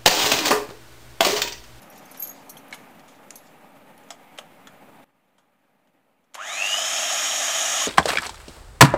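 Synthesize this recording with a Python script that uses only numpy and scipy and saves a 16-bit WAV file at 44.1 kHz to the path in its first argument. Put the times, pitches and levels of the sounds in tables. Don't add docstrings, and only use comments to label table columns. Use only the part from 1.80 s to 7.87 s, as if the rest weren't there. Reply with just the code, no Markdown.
import sys
import numpy as np
from scipy import signal
from scipy.fft import rfft, irfft
from scipy.io import wavfile
from scipy.ndimage import uniform_filter1d

SR = 44100
rng = np.random.default_rng(int(sys.argv[2]) if len(sys.argv) > 2 else 0)


def invert_db(level):
    return 10 ** (np.asarray(level, dtype=float) / 20)


def dump_mix(stems):
    frames = np.atleast_2d(stems).T
    limited = np.clip(frames, -1, 1)
    pcm = np.round(limited * 32767).astype(np.int16)
    wavfile.write(sys.argv[1], SR, pcm)


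N = 267687

# pitch_hz, level_db [dB per Hz]
HUSH = [(18, -51), (30, -20), (32, -30), (64, -25.5), (197, -0.5), (270, -0.5), (379, -9.5), (576, -4),
        (692, -7), (809, -3), (1080, -11), (1260, -11.5), (2360, -13.5), (5320, -30), (15500, -27)]
# pitch_hz, width_hz, level_db
HUSH_TONES = [(209, 27, 0.5), (277, 21.7, -4), (589.7, 48, 3.5), (778, 35.9, 2), (1230, 75, 6.5)]
# middle_s, level_db, span_s [time to swell or fade by 20 dB]
RUSTLE = [
    (.03, -54, 0.02),
    (.17, -64, 0.4),
    (.32, -66.5, 0.2),
    (.45, -56, 0.16),
    (.61, -65, 0.2),
    (1.02, -64.5, 0.17),
    (1.3, -64, 0.2),
    (1.59, -61.5, 0.22),
]
# start_s, level_db, pitch_hz, t60_s
TAPS = [(0.1612, -51, 7140, 0.034), (0.1954, -51, 7000, .018), (.3451, -48, 4100, 0.11),
        (.7692, -47, 3140, 0.028), (.9093, -48, 6500, 0.0314), (.9258, -42.5, 2225, .062),
        (0.9337, -43, 3960, 0.046), (.9424, -39, 11470, 0.053), (1.0894, -72.5, 6500, 0.042),
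        (1.1949, -54, 4500, 0.05), (1.28, -54.5, 7000, 0.17), (1.506, -29, 6960, .012),
        (2.1782, -47, 11400, 0.015), (2.2369, -58, 7200, .015), (2.2894, -57, 7000, .03),
        (2.3047, -37.5, 5200, .06), (2.577, -43, 3050, 0.04), (2.5864, -32, 3170, 0.03),
        (2.8714, -46, 7000, .045), (3.5812, -61.5, 3410, 0.076), (4.0726, -65.5, 3100, .031),
        (4.4406, -70, 6200, .04), (4.5374, -55, 3310, 0.034), (4.5437, -37, 6700, 0.039),
        (4.5507, -31, 3000, 0.032), (4.8611, -39, 11500, .017)]
# pitch_hz, width_hz, lift_db
BOWL = [(1290, 450, 5.5), (2120, 370, 7), (3220, 1200, 11), (5500, 255, 5), (6500, 800, 6.5),
        (7400, 1400, 2), (10740, 500, 3)]
# pitch_hz, level_db
RIM = [(1685, -40.5), (2216, -31.5), (3910, -40), (4260, -45), (1930, -54), (2900, -46), (5200, -53),
       (6700, -59), (8110, -50.5)]
# pitch_hz, level_db
BOWL_FLOOR = [(689, -46), (1580, -55), (3390, -44.5), (5050, -48.5), (5350, -51), (6730, -47), (7750, -45),
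              (10600, -56)]
# pitch_hz, level_db
BOWL_WALL = [(619, -37), (1270, -46.5), (1780, -44), (3110, -45), (3450, -35.5)]
# pitch_hz, level_db
BOWL_SIDE = [(1310, -49), (1750, -51), (3370, -52), (4100, -59)]
# [modes of pitch_hz, level_db]
BLOWS = [
    (0.4233, .13, [(2280, -51.5)]),
    (.7681, .035, [(3200, -56)]),
    (0.9258, 0.047, RIM),
    (2.3047, 0.067, BOWL_FLOOR),
    (2.5867, 0.03, BOWL_WALL),
    (2.8713, .065, BOWL_SIDE),
    (4.943, 0.047, [(1230, -34)]),
    (6.015, .055, [(1080, -33)]),
]
# pitch_hz, level_db, t60_s
WIRES = [
    [(5680, -2, 0.13), (12550, 3, 0.066)],
    [(6330, 2, 0.082), (7700, -10, 0.055), (8703, -6.5, 0.086), (4220, -9, 0.1), (10360, -5, 0.09),
     (9650, -10, .05)],
    [(10920, -0.5, .1), (12100, 1.5, 0.073)],
    [(11270, -4.5, 0.17), (14260, -2, .06)],
]
# start_s, then level_db of wires 0, 1, 2, 3
JINGLES = [(0.018, -72, -68, -57, -64), (0.0998, -56, -71, -58, -83.5), (.1775, -58, -68, -60, -75),
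           (.2533, -70, -63, -85, -59.5), (.3127, -63, -57, -51.5, -70), (0.373, -53.5, -62, -53, -59.5),
           (.394, -62, -70, -55, -70.5), (.4234, -55, -49, -46, -56), (.472, -57, -52, -49.5, -68.5),
           (.6594, -75.5, -66, -76, -75), (.6945, -50, -49, -62, -42.5), (.772, -57, -55, -53.5, -71.5),
           (.8809, -72, -74, -59.5, -75), (1.556, -61, -52.5, -53, -46.5)]
SCRATCH_DB = [-5, -6, -8, 5]
# pitch_hz, level_db, t60_s
STEM = [(6630, -10, 0.13), (12680, -0.5, 0.13), (13750, -10, 0.04), (7400, -24, 0.118), (12200, -8.5, .07)]
# start_s, level_db, scratch_db, low_mode_db [lift of the lowest mode]
CLINKS = [
    (.396, -34, 3.5, -7.5),
    (0.4231, -27.5, 12.5, 1),
    (0.4726, -36, 19, -3),
    (0.4912, -40.5, 14, 10.5),
]
# start_s, speed_hz [shaft turns a second]
SPEED = [
    (4.565, 54),
    (4.601, 106),
    (4.657, 157),
    (4.72, 190.5),
    (4.775, 208.5),
    (4.87, 231.5),
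    (4.941, 248.3),
    (5.097, 266.6),
    (6.07, 283.8),
]
# level_db [at full speed], rise_db [per octave of speed]
TONES = [
    (-40, 13.5),
    (-50, 8),
    (-45, 3.5),
]
# throb_multiple, level_db
THROB = [(-2, -32), (-1, 0), (0, 1.5), (1, -6.5), (2, -39)]
# level_db [at full speed], rise_db [per octave of speed], start_db [from the start]
RUNNING = [
    (-33, 10.5, -45.5),
    (-36.5, 17, -65),
    (-27.5, 20, -63),
]
# pitch_hz, level_db [dB per Hz]
CASING = [(24, -84), (40, -50), (280, -21.5), (473, -22), (654, -0.5), (927, -13.5), (1220, -4.5),
          (1530, -11.5), (1690, -4), (2710, -8.5), (3070, 2.5), (4350, -11.5), (6650, -2.5), (9200, -15),
          (15500, -25.5)]
# pitch_hz, width_hz, lift_db
CASING_MODES = [(628, 150, 1.5), (809, 80, 6.5), (1290, 120, 5), (1670, 230, 2), (2494, 290, 7),
                (3090, 145, 2), (3760, 170, 6), (4160, 150, 0), (6700, 510, 6)]
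# pitch_hz, width_hz, lift_db
STATOR = [(1140, 350, 9), (2842, 355, 14.5)]
# pitch_hz, width_hz, lift_db
DUCT = [(1930, 73, 7), (2100, 150, 11), (2801, 29.4, -6.5), (2800, 500, 9), (3750, 500, 14),
        (4400, 600, -8), (5200, 240, 6), (5560, 155, 4)]
# pitch_hz, width_hz, lift_db
SHELL = [(1450, 600, 11), (1780, 120, -5), (2100, 250, 5), (2600, 350, 10), (2980, 200, 6), (3265, 190, 3),
         (3370, 80, -4)]

CHANGE_S, SWITCH_S = 3.243, 4.56
BLADES, SLOTS = 10, 12
FULL_SPEED_HZ = 284.5
THROB_HZ, THROB_TOP_S = 100, 4.8728


def evened(x):
    return x / np.sqrt(np.mean(x ** 2) + 1e-20)


def drift(count, size):
    return evened(uniform_filter1d(rng.standard_normal(count), size=size))


def read(points, hz):
    f, value = np.transpose(points)
    return np.interp(np.log(hz + 1), np.log(f + 1), value)


def add(mix, s, sound):
    part = mix[round(s * SR):][:len(sound)]
    part += sound[:len(part)]


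def band(x, low_hz, high_hz):
    edges_hz = [low_hz, min(high_hz, 0.45 * SR)]
    return signal.sosfilt(signal.butter(2, edges_hz, "bandpass", fs=SR, output="sos"), x)


def humps(modes, hz):
    return sum(db / (1 + (2 * (hz - f) / width) ** 2) for f, width, db in modes)


def coloured(x, modes):
    lift_db = humps(modes, np.fft.rfftfreq(len(x), 1 / SR))
    return irfft(rfft(x) * invert_db(lift_db), len(x))


def noise(colour_db, patchy_db, flicker_db, count):
    frames, hz = count // 256 + 5, np.fft.rfftfreq(1024, 1 / SR)
    real, imaginary, patches = rng.standard_normal((frames, 513, 3)).T
    patches = uniform_filter1d(patches, size=12, axis=0)
    patches = evened(uniform_filter1d(patches, size=8, axis=1))
    level_db = colour_db(hz)[:, None] + patchy_db * patches + flicker_db * drift(frames, 4)
    spectra = (real + 1j * imaginary) * invert_db(level_db)
    return evened(signal.istft(spectra, nperseg=1024, noverlap=768)[1][:count])


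def ring(hz, db, t60):
    t = np.arange(SR // 5) / SR
    turn, other, split = rng.random(3)
    pair = np.sin(2 * np.pi * (hz * t + turn))
    pair += 0.5 * np.sin(2 * np.pi * ((hz + 30 + 110 * split) * t + other))
    flutter_db = 3.3 * drift(len(t), 200)
    onset = np.minimum(t / 0.0009, 1)
    return 1.59 * invert_db(db - 60 * t / t60 + flutter_db) * pair * onset


def hush():
    t = np.arange(N) / SR
    carried = 0.5 * (1 - np.tanh((t - 1.16) / 0.2))
    level_db = -51 + 3 * carried - 15.5 * (t > CHANGE_S)
    level_db += 8 * (1 - np.exp(-np.maximum(t - SWITCH_S, 0) / 0.17))
    waver = drift(N, 5000)
    hum = invert_db(-11.5 + 2.1 * waver) * np.sin(2 * np.pi * np.cumsum(273 + 3 * waver) / SR)
    air = noise(lambda hz: read(HUSH, hz) + humps(HUSH_TONES, hz), 0.97, 0.92, count=N)
    return invert_db(level_db) * (hum + air)


def kitchen(x):
    t = np.arange(SR // 2) / SR
    echoes = np.zeros(len(t))
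    at = np.arange(200, SR // 2 - 20, 20)
    echoes[at + rng.integers(0, 20, len(at))] = rng.choice([-1., 1.], len(at))
    tail = band(echoes, 207, 3200) * invert_db(-60 * t / 0.291)
    tail += band(tail * 0 + echoes, 2920, 16000) * invert_db(-60 * t / 0.163)
    return signal.fftconvolve(x, tail / np.linalg.norm(tail))[:N]


def rustle():
    t = np.arange(N) / SR
    level = sum(invert_db(db - 20 * abs(t - s) / span) for s, db, span in RUSTLE)
    grip = [(3480, 1200, 6.0), (7000, 2200, 10)]  # Hz, width Hz, dB
    return level * noise(lambda hz: humps(grip, hz) - 14 * abs(np.log2((hz + 1) / 5000)), 2.5, 3.5, count=N)


def taps():
    out, t = np.zeros(N), np.arange(SR // 8) / SR
    for s, db, hz, t60 in TAPS:
        near, wide, low = rng.standard_normal((3, len(t)))
        share = np.clip(0.51 - 0.14 * np.log2(t60 / 0.036), 0, 1)
        bowl = evened(coloured(band(wide, 1200, 10400), BOWL))
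        contact = share * evened(band(near, hz * 0.884, hz * 1.049)) + (1 - share) * bowl
        thud_db = -3.5 - 4.5 * np.log2(hz / 3000)
        thud_db += 5.5 * (CHANGE_S < s < SWITCH_S - 0.1)
        thud = invert_db(thud_db) * evened(band(low, 540, 1520)) * np.minimum(t / 0.00336, 1)
        blow = (contact + thud) * invert_db(-60 * t / t60)
        crack = share * invert_db(2 - 60 * t / 0.005) * evened(band(wide, hz * 0.75, hz * 1.3))
        rattle = (0.34 * contact + 0.6 * bowl + thud) * invert_db(-15.5 - 60 * t / (3.8 * t60))
        add(out, s, invert_db(db + 2.5) * (blow + crack + rattle))
    return out


def knocks():
    out = np.zeros(N)
    for s, t60, modes in BLOWS:
        add(out, s, sum(ring(hz, db, t60 * (3000 / hz) ** 0.21) for hz, db in modes))
    return band(out, 350, 15100)


def scratch(db):
    t = np.arange(SR // 20) / SR
    return invert_db(db - 60 * t / 0.0475) * evened(band(rng.standard_normal(len(t)), 4600, 15000))


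def beaters():
    out = np.zeros(N)
    for s, *wire_db in JINGLES:
        add(out, s, scratch(np.max(np.add(wire_db, SCRATCH_DB))))
        for wire, up in zip(WIRES, wire_db):
            add(out, s, sum(ring(hz, db + up, t60) for hz, db, t60 in wire))
    ends_s = [s for s, *_ in CLINKS[1:]] + [N / SR]
    for (s, db, scratch_db, low_db), until in zip(CLINKS, ends_s):
        add(out, s, scratch(db + scratch_db - 26.5))
        stem = sum(ring(hz, db + up + low_db * (k == 0), t60) for k, (hz, up, t60) in enumerate(STEM))
        left_s = until - s - np.arange(len(stem)) / SR
        add(out, s, stem * np.clip(left_s / 0.004, 0.15, 1))
    return out


def motor_tones(turn, octaves, speed, throb, wobble):
    count = len(turn)
    swept = [(DUCT, 2 * BLADES), (DUCT, BLADES), (SHELL, SLOTS)]
    double_db, blade_db, slot_db = (db + rise_db * octaves + humps(body, order * speed)
                                    for (db, rise_db), (body, order) in zip(TONES, swept))
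    blades = invert_db(double_db + 3) * np.cos(2 * BLADES * turn) + invert_db(blade_db + 3) * np.cos(BLADES * turn)
    blades *= invert_db(2.3 * drift(count, 600))
    slot = evened(sum(invert_db(db) * np.cos(SLOTS * turn + round(k) * throb) for k, db in THROB))
    slot += invert_db(-21) * (1 + np.cos(throb)) * np.cos(2 * SLOTS * turn)
    slot *= invert_db(2.4 * drift(count, 350))
    shaft = invert_db(-57 + 30 * octaves + 3 * wobble) * np.cos(turn)
    return shaft + blades + coloured(invert_db(slot_db) * slot, STATOR)


def running_noise(turn, octaves, throb, near_db):
    count = len(turn)
    levels = [invert_db(near_db) * (invert_db(db + rise_db * octaves) + invert_db(start_db)) for db, rise_db, start_db in RUNNING]
    out = levels[-1] * invert_db(-20) * drift(count, 150) * np.cos(2 * SLOTS * turn)
    edges_hz = [(1, 2100), (2100, 4600), (4600, 20000)]
    for level, (low, high), lift_db in zip(levels, edges_hz, (0.2, 5.5, 0.8)):
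        def colour_db(hz):
            skirt_db = -10 * np.log10((1 + (low / (hz + 1)) ** 8) * (1 + (hz / high) ** 8))
            return read(CASING, hz) + humps(CASING_MODES, hz) + skirt_db
        layer = noise(colour_db, 0.78, 0.65, count=count)
        out += level * invert_db(lift_db) * layer * (1 + 0.0246 * np.cos(throb))
    return out


def motor():
    t = np.arange(round(SWITCH_S * SR), N) / SR
    s, turns = np.transpose(SPEED)
    speed = FULL_SPEED_HZ - np.exp(np.interp(t, s, np.log(FULL_SPEED_HZ - turns)))
    octaves = np.log2(speed / FULL_SPEED_HZ)
    near_db = 0.26 * (t - t.mean())
    wobble = drift(len(t), 600)
    turn = 2 * np.pi * np.cumsum(speed * (1 + 0.00087 * wobble * (speed[-1] / speed) ** 2)) / SR
    throb = 2 * np.pi * THROB_HZ * (t - THROB_TOP_S)
    out = motor_tones(turn, octaves, speed, throb, wobble) + running_noise(turn, octaves, throb, near_db)
    return np.pad(out * np.minimum((t - t[0]) / 0.017, 1), (N - len(t), 0))


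def scene():
    hits = beaters() + taps() + knocks()
    mono = hush() + rustle() + hits + invert_db(-14) * kitchen(hits) + motor()
    return np.array([mono, mono])


def roll_off(x):
    return signal.sosfilt(signal.butter(12, 15680, fs=SR, output="sos"), x)


def record(dry):
    offset = np.where(np.arange(N) / SR < CHANGE_S, -0.001, -0.000185)
    limited = signal.oaconvolve(dry, signal.firwin(501, 15600, fs=SR)[None], "same")
    return roll_off(limited + offset)


dry = scene()
out = record(dry)
dump_mix(out)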